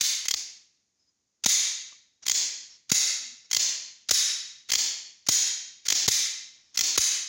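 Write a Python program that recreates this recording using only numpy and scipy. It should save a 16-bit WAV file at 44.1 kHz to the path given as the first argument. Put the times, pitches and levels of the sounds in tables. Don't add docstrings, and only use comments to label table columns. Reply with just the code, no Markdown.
import sys
import numpy as np
from scipy import signal
from scipy.fft import rfft, irfft
from scipy.io import wavfile
from scipy.ndimage import uniform_filter1d, minimum_filter1d

SR = 44100
rng = np.random.default_rng(int(sys.argv[2]) if len(sys.argv) > 2 else 0)


def dump(signal):
    limited = np.clip(np.atleast_2d(signal).T, -1, 1)
    pcm = np.round(limited * 32767).astype(np.int16)
    wavfile.write(sys.argv[1], SR, pcm)


N = 321048

# t/s, strength/dB, length/s, ring/dB and knock/dB (both relative to the strength),
# thump/dB, starting pitch of the thump f/Hz, bounce/dB, scrape on the way/dB
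SLIDE_SLAMS = [(0.009, -5, 0.005, -7, -25, -34, 250, -36.5, -32),
               (1.459, 7, 0.0053, -5.5, -12, -2.5, 270, -22, -18),
               (2.916, 8.5, 0.0022, -4.5, -11.5, -2, 263, -22, -25.5),
               (4.1088, 5.5, 0.0057, -3, -14, -10, 810, -14, -16.5),
               (5.286, 6, 0.0046, -7, -9.5, -11, 386, -19.5, -30),
               (6.078, 1, 0.0091, -2.5, -9.5, -5.5, 228, -25, -33),
               (6.9754, 4, 0.0053, -6, -10.5, -14, 473, -10, -25.5)]
# at the unlocking/dB, in mid travel/dB, at the stop/dB
SLIDE_PULLS = [(0.3385, 0.084, -46, -6, -2, -8), (2.3122, 0.0477, -38, 2, -0.5, 0),
               (3.5646, 0.0524, -43, 2, 0, 0), (4.752, 0.0528, -31, 0, 1, -1.5),
               (5.922, 0.0585, -32, -8, 1, -1), (6.8085, 0.0535, -39, -14, 0, -2)]
# f/Hz, level per Hz/dB
STEEL_COLOUR = [(150, -37.5), (350, -29.5), (800, -24.5), (1500, -14.5), (2050, -6), (3000, -7),
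                (3900, -0.5), (5200, -0.5), (6800, 5.5), (7400, -5), (8100, -13), (10500, -13.5),
                (13200, -22.5), (15300, -8.5)]


def from_db(db):
    return 10 ** (np.asarray(db) / 20)


def at_hz(points, hz):
    known_hz, values = np.transpose(points)
    return np.interp(np.log(np.maximum(hz, 1)), np.log(known_hz), values)


def coloured(x, spectrum):
    size = 8192
    gain = from_db(at_hz(spectrum, np.fft.rfftfreq(size, 1 / SR)))
    gain /= np.sqrt(np.mean(gain ** 2))
    cepstrum = irfft(np.log(gain))
    cepstrum[1:size // 2] *= 2
    cepstrum[size // 2 + 1:] = 0
    response = irfft(np.exp(rfft(cepstrum)))
    return signal.oaconvolve(x, response)[:N]


def ring(force, hz, t60):
    decay = from_db(-60 / (t60 * SR))
    step = 2 * np.pi * hz / SR
    feedback = [1, -2 * decay * np.cos(step), decay * decay]
    return signal.lfilter([0, np.sin(step)], feedback, force + 1e-18)


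def clicks(times, levels_db):
    out = np.zeros(N)
    places = np.clip(np.round(np.asarray(times) * SR).astype(int), 0, N - 1)
    np.add.at(out, places, from_db(levels_db))
    return out


def contacts(rows, rise_s, fade_s, grain_db):
    out = np.zeros(N + SR)
    t = np.arange(SR // 4) / SR
    for s, db, length in rows:
        grain = from_db(grain_db * rng.standard_normal(len(t) // 16 + 1))
        sizes = grain[np.arange(len(t)) // 16]
        envelope = (1 - np.exp(-t / rise_s)) * np.exp(-np.maximum(t - length, 0) / fade_s)
        burst = rng.standard_normal(len(t)) * sizes * envelope
        burst *= np.linalg.norm(envelope) / np.linalg.norm(burst)
        start = max(round(s * SR), 0)
        out[start:start + len(t)] += from_db(db) * burst
    return out[:N]


def background():
    # f/Hz, level per Hz/dB
    background_colour = [(25, -19.5), (70, 1.5), (250, 1.5), (600, -7.5), (1400, -10.5), (2000, -8.5),
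                         (3000, -11), (6800, 3), (8000, -18), (15000, -31)]
    return from_db(-69) * coloured(rng.standard_normal(N), background_colour)


def scrapes():
    run_up_s, run_up_scrape_s = 0.0225, 0.024
    lead_s, lead_scrape_s = 0.012, 0.025
    forward = [(s - run_up_s, scrape_db, run_up_scrape_s) for s, *_, scrape_db in SLIDE_SLAMS]
    backward = [(s - travel_s - lead_s, scrape_db, lead_scrape_s)
                for s, travel_s, scrape_db, *_ in SLIDE_PULLS]
    return forward + backward


def rails():
    friction = contacts(scrapes(), rise_s=0.003, fade_s=0.002, grain_db=3.0)
    soften = signal.butter(1, 7000, fs=SR, output="sos")
    softened = signal.sosfilt(soften, coloured(friction, STEEL_COLOUR))
    high_note = from_db(-36.5) * ring(friction, hz=1400, t60=0.051)
    low_note = from_db(-48.0) * ring(friction, hz=695, t60=0.0028)
    return softened + high_note + low_note


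def slams():
    # f/Hz, level/dB, t60/s
    barrel_modes = [(1760, -69.5, 1), (2050, -60, 0.59), (3740, -63, .65), (3820, -61.5, 1),
                    (3840, -59.5, .7), (3800, -59, 1), (3920, -56.5, .45), (5100, -67, .6),
                    (5450, -60, 0.95)]
    s, db, length, ring_db = np.transpose(SLIDE_SLAMS)[:4]
    crack = contacts(zip(s, db, length), rise_s=0.0006, fade_s=0.0051, grain_db=3.5)
    strike = contacts(zip(s, db + ring_db, length), rise_s=0.0005, fade_s=0.004, grain_db=2)
    ringing = sum(from_db(mode_db) * ring(strike, hz, t60) for hz, mode_db, t60 in barrel_modes)
    return coloured(crack, STEEL_COLOUR) + ringing


def knocks(rise_s):
    # f/Hz, level per Hz/dB
    frame_colour = [(25, -20.5), (60, -7.5), (120, 1), (200, -4.5), (400, 2), (700, -8), (1300, -2),
                    (2500, -39.5)]
    thump_sag_s = 0.013
    bounce_delay_s, bounce_hz, bounce_t60_s = 0.011, 72, 0.03
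    stop_thump_db, stop_thump_hz, stop_bounce_db = -39.5, 180, -27.5

    shoves = [(s + 0.0014, db + knock_db, length / 2)
              for s, db, length, ring_db, knock_db, *_ in SLIDE_SLAMS]
    shoves += [(s, db - 26.5 + knock_db, length)
               for s, db, length, crack_db, clang_db, knock_db in clacks()]
    shudder = contacts(shoves, rise_s=0.00099, fade_s=0.0016, grain_db=0.5)
    out = coloured(shudder, frame_colour)

    thumps = [(s, thump_db, hz, bounce_db) for s, *_, thump_db, hz, bounce_db, scrape_db in SLIDE_SLAMS]
    thumps += [(s, stop_db + stop_thump_db, stop_thump_hz, stop_db + stop_bounce_db)
               for s, *_, stop_db in SLIDE_PULLS]
    times, *_, bounce_db = np.transpose(thumps)
    out += ring(clicks(times + bounce_delay_s, bounce_db), bounce_hz, bounce_t60_s)

    t = np.arange(SR // 10) / SR
    swell = (t / rise_s * np.exp(1 - t / rise_s)) ** 2
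    for s, db, hz, _ in thumps:
        start = max(round(s * SR), 0)
        pitch = bounce_hz + (hz - bounce_hz) * np.exp(-t / thump_sag_s)
        out[start:start + len(t)] += from_db(db) * swell * np.sin(2 * np.pi * np.cumsum(pitch) / SR)
    return out


def room(x, gap_s, build_s):
    # f/Hz, level/dB
    room_colour = [(60, -24), (200, -11.5), (320, 11.5), (420, 1.5), (800, -1.5), (1450, -7), (1900, -4.5),
                   (3000, -4), (6500, -1.5), (10000, 0), (15500, -2)]
    # f/Hz, t60/s
    echo_times = [(200, 0.45), (600, 0.64), (1900, 0.81), (3800, 0.76), (6500, 0.65), (9000, 0.51),
                  (15000, 0.35)]
    t = np.arange(3 * SR // 2) / SR
    white = rfft(rng.standard_normal(len(t)))
    hz = np.fft.rfftfreq(len(t), 1 / SR)
    centres_hz = np.array(echo_times)[:, 0]
    echoes = 0
    for (centre_hz, t60), own in zip(echo_times, np.eye(len(echo_times))):
        share = at_hz(np.column_stack([centres_hz, own]), hz)
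        echoes = echoes + irfft(white * share, len(t)) * from_db(-60 * t / t60)
    echoes *= 1 - np.exp(-np.maximum(t - gap_s, 0) / build_s)
    echoes /= np.linalg.norm(echoes)
    return coloured(signal.fftconvolve(x, echoes)[:N], room_colour)


def clacks():
    # crack/dB, clang/dB, knock/dB
    stages = [(-31, .005, 4.5, 7.5, -19), (-9, .005, -2.5, -2.5, -12), (-7, 0.00401, -2.5, -1.5, -24.5),
              (-1, .0055, -15.5, -13.5, 0)]
    shares_to_go = (1, .667, .35, 0)
    rows = []
    for s, travel_s, _, unlock_db, mid_db, stop_db in SLIDE_PULLS:
        forces_db = (unlock_db, mid_db, mid_db, stop_db)
        for to_go, (db, *shape), force_db in zip(shares_to_go, stages, forces_db):
            rows.append((s - to_go * travel_s, db + force_db, *shape))
    return rows


def pulls():
    # f/Hz, level per Hz/dB
    snap_colour = [(300, -26), (1400, -19.5), (2100, -10.5), (2900, -9.5), (4400, 1), (5500, -0.5),
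                   (6600, 2.5), (7300, -3.5), (8100, -19), (10500, -63.5), (13200, -37.5), (15300, -12.5)]
    s, db, length, crack_db = np.transpose(clacks())[:4]
    snap = contacts(zip(s, db, length), rise_s=0.00045, fade_s=0.0019, grain_db=5.5)
    crack = contacts(zip(s, db + crack_db, length), rise_s=0.00019, fade_s=0.0038, grain_db=6.0)
    dip = signal.iirnotch(3880, 14.5, fs=SR)
    return signal.lfilter(*dip, coloured(snap, snap_colour) + coloured(crack, STEEL_COLOUR))


def clangs():
    # f/Hz, level/dB, t60/s
    slide_modes = [(1440, -23.5, 0.021), (2054, -9.5, 0.043), (2140, -28.5, .02), (3240, -5, 0.039),
                   (3400, -19, .01), (4170, -13, 0.014), (5080, -14, 0.013), (5700, -15.5, .01),
                   (6450, -14, 0.0093)]
    s, db, length, crack_db, clang_db, knock_db = np.transpose(clacks())
    out = 0
    for hz, mode_db, t60 in slide_modes:
        spread_db = rng.normal(0, 2.8, len(s))
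        strikes = clicks(s + length / 2, db + clang_db + mode_db + spread_db)
        out = out + ring(strikes, hz, t60)
    return out


def gun():
    return rails() + slams() + pulls()


def grip():
    # t/s, strength/dB, length/s, pitch f/Hz, ring t60/s
    touches = [(0.309, -32, 0.014, 4970, 0.5), (0.99, -68, 0.07, 5110, 0.017),
               (1.062, -64, 0.031, 5010, 0.046), (1.92, -49, 0.0044, 1160, 0.043),
               (2.222, -46, 0.018, 5870, 0.0021), (2.693, -52, 0.074, 5440, 0.014),
               (3.198, -69, 0.15, 242, 0.23), (3.443, -51.5, 0.018, 5450, 0.0083),
               (6.549, -61.5, 0.24, 5460, 0.0027)]
    out = 0
    for s, db, length, hz, t60 in touches:
        touch = contacts([(s, db, length)], rise_s=0.003, fade_s=0.005, grain_db=2.5)
        same_power = np.sqrt(4 * np.log(1000) / (t60 * SR))
        out = out + ring(touch, hz, t60) * same_power
    return signal.sosfilt(signal.butter(8, 7300, fs=SR, output="sos"), out)


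def scene():
    # t/s, level/dB
    room_exposure = [(0.1, 4.5), (0.28, -2), (0.36, -17), (1.4, -.5), (6.0, 0)]
    top, flank, underside = gun(), gun(), gun()
    no_rumble = signal.butter(2, 58, "high", fs=SR, output="sos")
    near = signal.sosfilt(no_rumble, knocks(rise_s=0.0032)) + clangs()
    exposure = from_db(np.interp(np.arange(N) / SR, *np.transpose(room_exposure)))
    reverb = sum(room(exposure * face, gap_s=0.0012, build_s=0.0021) for face in (top, flank, underside))
    mono = top + near + grip() + from_db(-12.0) * reverb + background()
    return np.tile(mono, (2, 1))


def loudness_db(x, size):
    return 10 * np.log10(np.maximum(uniform_filter1d(x[0] ** 2, size=size), 1e-12))


def suppressor(x, open_db, slope, depth_db):
    cut_db = np.clip(slope * (open_db - loudness_db(x, 1200)), 0, depth_db)
    return x * from_db(-cut_db)


def compressor(x, threshold_db, slope, ahead_s, hold_s, release_db_per_s):
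    cut_db = slope * np.maximum(loudness_db(x, 160) - threshold_db, 0)
    ahead, hold = round(ahead_s * SR), round(hold_s * SR)
    cut_db = -minimum_filter1d(-cut_db, ahead + hold, origin=(hold - ahead) // 2)
    recovery = release_db_per_s * np.arange(N) / SR
    cut_db = np.maximum.accumulate(cut_db + recovery) - recovery
    return x * from_db(-uniform_filter1d(cut_db, size=64))


def record(dry):
    split = signal.butter(8, 7700, fs=SR, output="sos")
    body = signal.sosfiltfilt(split, dry)
    treble = dry - body
    hushed = suppressor(body, open_db=-45, slope=0.39, depth_db=9.5)
    hushed = hushed + suppressor(treble, open_db=-47.5, slope=0.26, depth_db=14)
    even = compressor(hushed, threshold_db=-23.5, slope=0.62,
                      ahead_s=0.0091, hold_s=0.019, release_db_per_s=1098.5)
    ceiling = 0.46
    rounded = ceiling * np.tanh(even / ceiling)
    top_cut = signal.ellip(10, 0.2, 70, 16000, fs=SR, output="sos")
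    return signal.sosfilt(top_cut, rounded)


dry = scene()
out = record(dry)
dump(out)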